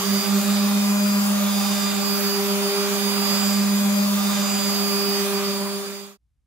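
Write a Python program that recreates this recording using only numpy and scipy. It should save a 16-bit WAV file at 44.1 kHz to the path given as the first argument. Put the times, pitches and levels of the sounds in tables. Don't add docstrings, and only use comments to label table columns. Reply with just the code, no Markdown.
import sys
import numpy as np
from scipy import signal
from scipy.fft import rfft, irfft, next_fast_len
from scipy.io import wavfile
from scipy.ndimage import uniform_filter1d, map_coordinates

SR = 44100
rng = np.random.default_rng(int(sys.argv[2]) if len(sys.argv) > 2 else 0)


def generate_wav(signal):
    frames = np.transpose(np.atleast_2d(signal))
    scaled = np.clip(frames, -1, 1) * 32767
    pcm = np.round(scaled).astype(np.int16)
    wavfile.write(sys.argv[1], SR, pcm)


N = 284886
T = np.arange(N) / SR
COARSE = T[::128]

# time_s, turns_per_s
SHAFT_SPEED = [(0, 202.27), (.4, 202.42), (1.2, 202.98), (1.4, 202.62), (1.8, 201.5), (2.4, 200.26),
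               (2.8, 200.76), (3.0, 200.9), (3.35, 200.88), (3.7, 201.43), (4.03, 202.35), (4.2, 202.26),
               (4.4, 201.54), (5.0, 200.35), (5.6, 198.96), (5.8, 199.61), (6.0, 199.82)]
# freq_hz, likeness (0 to 1)
LIKENESS = [(30, .25), (90, .35), (150, 0.53), (300, 0.73), (700, 0.89), (1200, .6), (2500, 0.31),
            (5000, 0.17), (9000, 0.18), (15000, 0.15)]
# place (-1 to 1), left_lag_ms
LEFT_LAG = [(-1, 0.11), (-.6, .09), (-0.27, -.03), (0, -.22), (.3, -0.018), (0.56, 0.043), (0.98, 0.085)]


def amp(db):
    return 10 ** (np.asarray(db) / 20)


def unit(x):
    return x / np.sqrt(np.mean(x ** 2) + 1e-20)


def along(points, hz):
    f, v = np.transpose(points)
    return np.interp(np.log(hz + 1), np.log(f + 1), v)


def curves(rows, t=T):
    start, *cols = np.transpose(rows)
    return np.array([np.interp(t, start, c) for c in cols])


def place(t):
    # time_s, unwrapped_place (2 more each lap)
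    hand_path = [(0, -.62), (.3, -.42), (.7, -.2), (1.12, 0), (1.5, .28), (1.88, .5), (2.1, .64),
                 (2.28, .73), (2.52, .86), (2.76, 1), (3.0, 1.22), (3.3, 1.4), (3.6, 1.7), (4.0, 2),
                 (4.2, 2.28), (4.5, 2.49), (4.8, 2.67), (4.95, 2.74), (5.4, 2.8), (5.62, 2.86), (5.86, 3),
                 (6.1, 3.2)]
    return (curves(hand_path, t)[0] + 1) % 2 - 1


def wobble(knots_per_s, count):
    knots = rng.standard_normal((count, 400))
    return np.array([map_coordinates(k, [COARSE * knots_per_s]) for k in knots])


def filtered(x, response):
    m = next_fast_len(N + 8192)
    return irfft(rfft(x, m) * response(np.fft.rfftfreq(m, 1 / SR)), m)[..., :N]


def rush(spectrum, lo_hz, hi_hz, patchy_db, size=512):
    hz, t, (shared, left, right) = signal.stft(rng.standard_normal((3, N)), SR, nperseg=size)
    field = uniform_filter1d(rng.standard_normal(left.shape), size=7, axis=0)
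    field = uniform_filter1d(field, size=8192 // size, axis=1)
    alike = along(LIKENESS, hz)[:, None]
    lag_s = curves(LEFT_LAG, place(t))[0] / 1000
    late = np.exp(-2j * np.pi * np.outer(hz, lag_s))
    z = np.sqrt(alike) * np.array([shared * late, shared])
    z = z + np.sqrt(1 - alike) * np.array([left, right])
    z = z * amp(along(spectrum, hz)[:, None] + patchy_db * unit(field))
    power = np.mean(np.abs(z.mean(0)) ** 2, axis=1)
    band_power = power[(hz > lo_hz) & (hz < hi_hz)].sum()
    pair = signal.istft(z, nperseg=size)[1][:, :N]
    return pair / np.std(pair.mean(0)) * np.sqrt(power.sum() / band_power)


def strong_orders(shaft):
    orbit = [(-1.04, -31, -22.5, -1.3), (-.87, -34.5, -26, -1.4), (-.75, -30, -23, -0.58),
             (-.6, -28, -23, -0.71), (-0.32, -22, -19, -.6), (0, -19.5, -20, -0.29),
             (.3, -23.2, -21.5, -0.63), (.5, -27.2, -23.5, -.85), (.72, -28.5, -25, -1.1),
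             (0.783, -31.5, -27, -1.2), (.87, -27, -23.5, -.9), (1, -30.5, -26.5, -1.5)]
    double = [(-1.04, -25.5, -25, 0), (-0.77, -29, -30.5, 0.2), (-.6, -30.5, -34.2, 1),
              (-.4, -40.5, -36.5, 1.15), (-0.21, -43.5, -36.5, .2), (-0.045, -53.5, -37.5, -0.5),
              (0.18, -46, -38, -4), (.5, -37.5, -35.5, -4.5), (.72, -28, -32.5, -5.5),
              (0.795, -26, -27, -6.5), (.87, -28.5, -30.5, -6), (1, -24.5, -25, -6)]
    triple = [(-0.79, -41, -40, -.4), (-0.8, -52, -50, -.8), (-.4, -39.5, -44, -0.033),
              (-0.25, -41, -48, 1.2), (0, -34.5, -38.5, 1.3), (.3, -38, -43, 1.5), (.5, -45, -41.5, .5),
              (0.75, -42.5, -43, -.9), (.86, -37, -37, -.7), (1, -39, -41, -0.21)]
    sixth = [(-1, -51.5, -56.5, 0), (-0.41, -46, -46.5, .1), (-.15, -57.5, -54, .6), (0.24, -47, -41.5, .6),
             (0.14, -42, -42, .2), (.7, -43, -48.5, 0), (1, -63, -54.5, 0)]
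    slots = [(-1, -47, -43.5, -0.8), (0.055, -48, -43, -0.8), (-0.47, -47, -47, .3),
             (-0.076, -50.5, -54, 3), (.3, -41.5, -50, 2), (.5, -46, -43.5, -1), (.75, -51, -46, -0.6),
             (1, -49, -45, -0.8)]
    fan = [(-1, -47, -36, 2.2), (-.75, -46, -36, 4), (-0.37, -48.5, -37.5, 3.5), (-0.21, -48, -37.5, 7),
           (-0.035, -50.5, -42.5, 3.5), (0.31, -43, -36.5, 1.7), (.5, -46, -35, 0.8), (.75, -49, -38, -4),
           (1, -43, -36, -4.5)]
    whine = [(-0.86, -38.5, -27.5, 3.7), (-.75, -38.5, -27.5, 3.5), (-.58, -34, -23.5, 3.84),
             (-.3, -37, -30.5, 5), (-.12, -39.5, -34.5, 4.3), (-0.021, -32.5, -36, 6.4),
             (.12, -35.5, -37.5, 9), (0.32, -41.5, -31, 6.9), (.5, -35, -27, 5.8), (.62, -35, -26, 3.26),
             (.8, -36, -26, 2.8), (1, -38, -28.5, 2.6)]
    below = [(-1, -51, -50, -3.3), (-1.1, -47.5, -42, -2.5), (-0.41, -54, -41, -2), (0, -49.5, -48.5, -2.5),
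             (.4, -56, -45, -1.3), (.7, -44.5, -37, -2.5), (1, -52.5, -48, -5)]
    octave = [(-1.2, -42, -41, -4), (-.7, -46, -40.5, -4), (-0.76, -51.5, -41.5, 0.5),
              (0.085, -45, -43, 1.3), (.1, -37, -39.5, .5), (0.38, -49, -39, 2.5), (.7, -47, -44, 1),
              (1, -45, -34.5, 1.5)]
    under = [(-1, -52, -41.5, 0), (-0.52, -55, -46, 0), (-.4, -62, -58, 0), (0.076, -56, -50.5, 0),
             (.3, -62, -58, 0), (0.81, -55, -47, 0), (1, -52, -42.5, 0)]
    wavering = {"orbit": (.03, 8), "double": (.07, 8), "triple": (.31, 9), "sixth": (.45, 7),
                "slots": (.35, 5), "fan": (.2, 8), "below": (.35, 5), "whine": (.11, 10), "under": (.4, 8),
                "octave": (.3, 13)}
    dips = {"orbit": [(2.74, 0.068, 6.5, 7), (5.87, 0.045, 3, 4.5)], "triple": [(1.2, 0.089, -0.5, 8),
            (5.0, .2, 1.5, 5)], "sixth": [(1.6, 0.078, 11, 12), (2.42, .1, 13, 11), (3.95, .1, 8, 4),
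            (5.7, .15, 14, 12)], "whine": [(.03, 0.074, 8, 5), (.41, 0.088, 3, 21), (.74, 0.062, 14, 11),
            (.95, 0.017, 5, 18), (1.31, .025, 1, 10), (1.44, 0.048, 17, 12), (1.78, .06, 3, 3.5),
            (1.96, 0.059, 18, 10), (2.21, 0.028, 3, 9), (2.44, 0.047, 22, 17), (2.58, 0.036, 14, 21),
            (2.9, .03, 5, 14), (2.98, .05, 5, 3.5), (3.65, 0.023, 9, 6), (3.86, 0.036, 11, 2),
            (3.92, .04, 3, 16), (4.17, .04, 9, 4), (4.38, 0.092, 1.5, 3), (5.24, 0.055, 8, 4),
            (5.3, 0.044, 20, 17), (5.42, 0.02, 14, 20), (5.62, 0.095, 7, 4.5), (5.81, .025, 3, 14),
            (5.91, 0.018, 18, 11), (6.11, .05, 14, 14)], "fan": [(.08, 0.043, 12, 15), (.44, .03, 6, 7),
            (.91, .04, 8, 15), (1.17, .06, 13, 7), (2.06, .035, 17, 19), (2.17, 0.046, 6, 12),
            (2.34, .04, 9, 19), (2.53, 0.041, 5, 15.5), (2.85, 0.075, 14, 21), (3.2, .04, 10, 15),
            (3.33, .03, 7, 6), (3.65, 0.067, 10, 9), (3.9, 0.077, 9, 13), (4.51, 0.082, 10, 3.5),
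            (4.72, 0.057, 17, 9), (4.91, 0.044, 16, 22), (5.06, 0.087, 2, 10), (5.36, .04, 13, 10),
            (5.58, .05, 1, 10), (5.68, 0.054, 15, 19)], "octave": [(.07, .03, 14, 15), (.29, .07, 20, 11),
            (.48, .025, 1, 8), (.99, .03, 17, 17), (1.14, .06, 7, 7), (1.43, .07, 9, 12), (1.9, .03, 1, 9),
            (2.11, .07, 22, 18), (2.32, .035, 17, 15), (2.52, .04, 5, 7.5), (2.76, .04, 5, 16),
            (2.97, .05, 1, 6), (3.4, .13, 11, 14), (4.2, 0.18, 8, 3), (4.45, .04, 10, 17),
            (4.75, .07, 7, 11), (5.07, .04, 15, 5), (5.13, 0.019, 3, 14), (5.45, .06, 4, 12),
            (5.85, .03, 14, 9)]}
    orders = {"orbit": (1, orbit), "double": (2, double), "triple": (3, triple), "sixth": (6, sixth),
              "slots": (12, slots), "fan": (18, fan), "below": (23, below), "whine": (24, whine),
              "under": (47, under), "octave": (48, octave)}
    out = np.zeros((2, N))
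    for name, (order, rows) in orders.items():
        left_db, right_db, lead_rad = curves(rows, place(COARSE))
        share, knots_per_s = wavering[name]
        a, b, c, d = wobble(knots_per_s, count=4)
        drift = np.array([a + 1j * b, c + 1j * d]) / np.sqrt(2)
        waver = np.sqrt(1 - share ** 2) + share * drift
        dip_db = sum(np.outer(depth_db, np.exp(-((COARSE - centre_s) / half_s) ** 2))
                     for centre_s, half_s, *depth_db in dips.get(name, []))
        lead = np.array([np.exp(1j * lead_rad), np.ones(len(lead_rad))])
        gain = amp(np.array([left_db, right_db]) - dip_db) * waver * lead
        tone = np.exp(1j * order * shaft)
        out += [(np.interp(T, COARSE, g) * tone).real for g in gain]
    return np.sqrt(2) * out


def weak_orders(shaft, pad):
    # shaft_order, pad_order (subtracted), level_db
    beats = [(1, 1, -42.5), (1, 2, -49.5), (1, -1, -61), (2, 1, -56.5), (2, 2, -54.5), (2, 3, -55),
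             (2, -1, -57)]
    # shaft_order, pad_order (subtracted), left_db, right_db, knots_per_s
    faint = [(3, .5, -51, -52.5, 16), (3, 2, -44.5, -42.5, 14), (4, 0, -44.5, -46, 7),
             (4, 3, -43.5, -54, 16), (5, 0, -50, -47.5, 5.4), (5, 3, -44, -48, 18),
             (6, 1.5, -49.5, -42, 14), (6, 5, -46, -46, 18), (7, 0, -51.5, -48, 16),
             (7, 5.5, -58.5, -45, 12), (8, 0, -57.5, -47.5, 5.5), (8, 5.5, -63.5, -54.5, 13),
             (10, 0, -54, -49, 6.8), (11, 0, -60, -56, 4), (12.5, 0, -53, -46, 3), (13, 0, -54, -57, 4),
             (16, 0, -52, -52, 5.4), (17, 0, -48, -45.5, 6), (19, 0, -58, -50.5, 4), (20, 0, -62, -53.5, 3),
             (21, 0, -62, -60, 8), (22, 0, -62, -49, 5), (25, 0, -50, -48, 4), (37, 0, -50, -59, 4),
             (49, 0, -60, -56, 5), (50, 0, -58, -56, 5)]
    steady = sum(np.sqrt(2) * amp(db) * np.cos(order * shaft - spin * pad) for order, spin, db in beats)
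    out = steady * np.ones((2, 1))
    lag_s = curves(LEFT_LAG, place(COARSE))[0] / 1000
    for order, spin, left_db, right_db, knots_per_s in faint:
        a, b, c, d = wobble(knots_per_s, count=4)
        hz = order * SHAFT_SPEED[0][1]
        alike = along(LIKENESS, hz)
        right = a + 1j * b
        left = alike * right * np.exp(-2j * np.pi * hz * lag_s)
        left = left + np.sqrt(1 - alike ** 2) * (c + 1j * d)
        tone = np.exp(1j * (order * shaft - spin * pad))
        out[0] += (np.interp(T, COARSE, amp(left_db) * left) * tone).real
        out[1] += (np.interp(T, COARSE, amp(right_db) * right) * tone).real
    return out


def sanding(shaft):
    # place, rumble_db, rattle_db, rasp_db, left_minus_right_db (scaled per layer)
    work = [(-1, -64.5, -39, -42.5, -4), (-0.57, -58.5, -39, -43.5, -3.5), (-0.27, -55.5, -42, -43, -2),
            (0, -59.5, -41.5, -46, -1), (.35, -59, -41, -43.5, -2), (0.76, -61, -40.5, -43, -3.5),
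            (1, -66.5, -39.5, -44, -2.5)]
    # time_s, pitch_hz (sets the low-high blend), level_db (before a 3 dB cut)
    hollow_path = [(0, 6600, -36), (.35, 7200, -37.5), (.75, 6700, -42.5), (.97, 7100, -36),
                   (1.54, 6600, -39.5), (1.94, 7260, -35.5), (2.29, 6790, -42), (3.04, 6750, -39),
                   (3.3, 7220, -34), (3.54, 7150, -35), (3.68, 6700, -41), (3.9, 7000, -37.5),
                   (4.25, 6700, -40), (4.35, 6880, -35.5), (4.55, 7080, -34), (5.1, 6900, -44),
                   (5.3, 7190, -46.5), (5.9, 6900, -36)]
    # time_s, level_db
    air_level = [(0.0, -38.5), (0.44, -36.5), (0.54, -39), (1.51, -37), (1.99, -41), (2.11, -34),
                 (2.66, -40), (2.94, -37.5), (3.54, -37), (3.63, -39), (4.31, -37), (4.37, -39.5),
                 (4.81, -35.5), (5.3, -39.5)]
    # freq_hz, relative_db (density)
    rumble_spectrum = [(20, -11.5), (60, -7), (110, 0.5), (150, 1), (230, 10.5), (300, -12)]
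    rattle_spectrum = [(25, -31), (100, -34), (160, -4), (250, -5), (320, -9.5), (480, -6), (700, -0.5),
                       (950, -0.5), (1200, 4.5), (1500, -1.5), (2200, -2), (3200, -2), (4500, -8),
                       (6000, -12.5)]
    rasp_spectrum = [(2500, -21), (4000, -1), (5300, -0.3), (6300, -0.8), (7500, -1.5), (8500, -6),
                     (10000, -6), (12000, -33)]
    low_spectrum = [(4500, -28), (5900, -5.5), (6600, -1), (7300, -3.5), (8500, -33.5)]
    high_spectrum = [(5200, -35), (6600, -5), (7300, -1), (7900, -7.5), (9000, -30.5)]
    air_spectrum = [(7000, -26), (9000, -7), (10800, -1), (12000, 3.5), (13500, 3), (15900, 2)]

    rumble_db, rattle_db, rasp_db, pan_db = curves(work, place(T))
    pitch_hz, hollow_db = curves(hollow_path)
    flutter, hiss, rock = (np.interp(T, COARSE, w) for w in wobble(12, count=3))
    turn = np.cos(shaft)

    rumble = amp(rumble_db + 1.2 * rock) * rush(rumble_spectrum, 40, 150, patchy_db=2.0, size=4096)
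    rattle = rush(rattle_spectrum, 1420, 2374, patchy_db=1.46, size=1024)
    rattle = amp(rattle_db + 0.45 * flutter + 0.45 * turn) * rattle
    rasp = amp(rasp_db + 0.44 * hiss) * rush(rasp_spectrum, 5250, 6400, patchy_db=1.7)

    blend_rad = np.clip((pitch_hz - 6600) / 600, 0, 1) * np.pi / 2
    low = rush(low_spectrum, 6000, 8000, patchy_db=0.5)
    high = rush(high_spectrum, 6000, 8800, patchy_db=2.0)
    hollow = amp(hollow_db - 3.0) * (np.cos(blend_rad) * low + np.sin(blend_rad) * high)

    air = rush(air_spectrum, 10500, 16450, patchy_db=2.0)
    air = amp(curves(air_level)[0] + 0.4 * hiss + 0.3 * turn) * air

    side_db = np.array([pan_db, -pan_db]) / 2
    return rumble + rattle * amp(0.3 * side_db) + (rasp + hollow) * amp(0.88 * side_db) + air * amp(2.2 * side_db)


def other_sander():
    shaft_hz = 197.5
    # shaft_order, left_db, right_db, start_rad, steepness (multiplies the fade in dB)
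    other_orders = [(1, -27, -23, 3.85, 1), (2, -39, -32, 3.5, .8), (18, -47, -41, 1.2, 3),
                    (24, -36, -30, 2.5, 3.5), (48, -55, -43, 1.2, 1.2)]
    # time_s, fade_db (before steepness)
    other_fade = [(0, -2), (.1, -1), (.22, -0.5), (.3, -3), (.42, -2.5), (.52, -17), (.62, -48.5)]
    shaft = 2 * np.pi * shaft_hz * T
    fade_db = curves(other_fade)[0]
    out = np.zeros((2, N))
    for order, left_db, right_db, start_rad, steepness in other_orders:
        level_db = np.add.outer([left_db, right_db], steepness * fade_db)
        out += amp(level_db) * np.cos(order * shaft + start_rad)
    return np.sqrt(2) * out


def room(end_s):
    level_db = -69.5
    # freq_hz, relative_db (density)
    room_spectrum = [(15, -58), (25, -28), (42, -12), (65, -8), (76, -10), (86, -22), (118, -18),
                     (237, -36.5), (488, -48), (1110, -50), (12000, -57), (15600, -91), (22000, -120)]
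    shared, *own = filtered(rng.standard_normal((3, N)), lambda hz: amp(along(room_spectrum, hz)))
    rise = np.clip((T - end_s + 0.05) / 0.1, 0, 1)
    return amp(level_db) * rise * unit(shared + 0.6 * np.array(own))


def scene():
    pad_hz, pad_start_turns = 7.42, -0.72
    entry_gain, entry_s = 0.52, 0.41
    end_s, fade_s = 6.175, 0.85
    shaft = 2 * np.pi * np.cumsum(curves(SHAFT_SPEED)[0]) / SR
    pad = 2 * np.pi * (pad_hz * T + pad_start_turns)
    entry = np.clip(entry_gain + (1 - entry_gain) * T / entry_s, 0, 1)
    tones = entry * (strong_orders(shaft) + weak_orders(shaft, pad))
    tools = tones + sanding(shaft) + other_sander()
    return tools * np.clip((end_s - T) / fade_s, 0, 1) + room(end_s)


def record(dry):
    top_hz = 15810
    return filtered(dry, lambda hz: np.clip((top_hz - hz) / 120, 0, 1) ** 2)


dry = scene()
out = record(dry)
generate_wav(out)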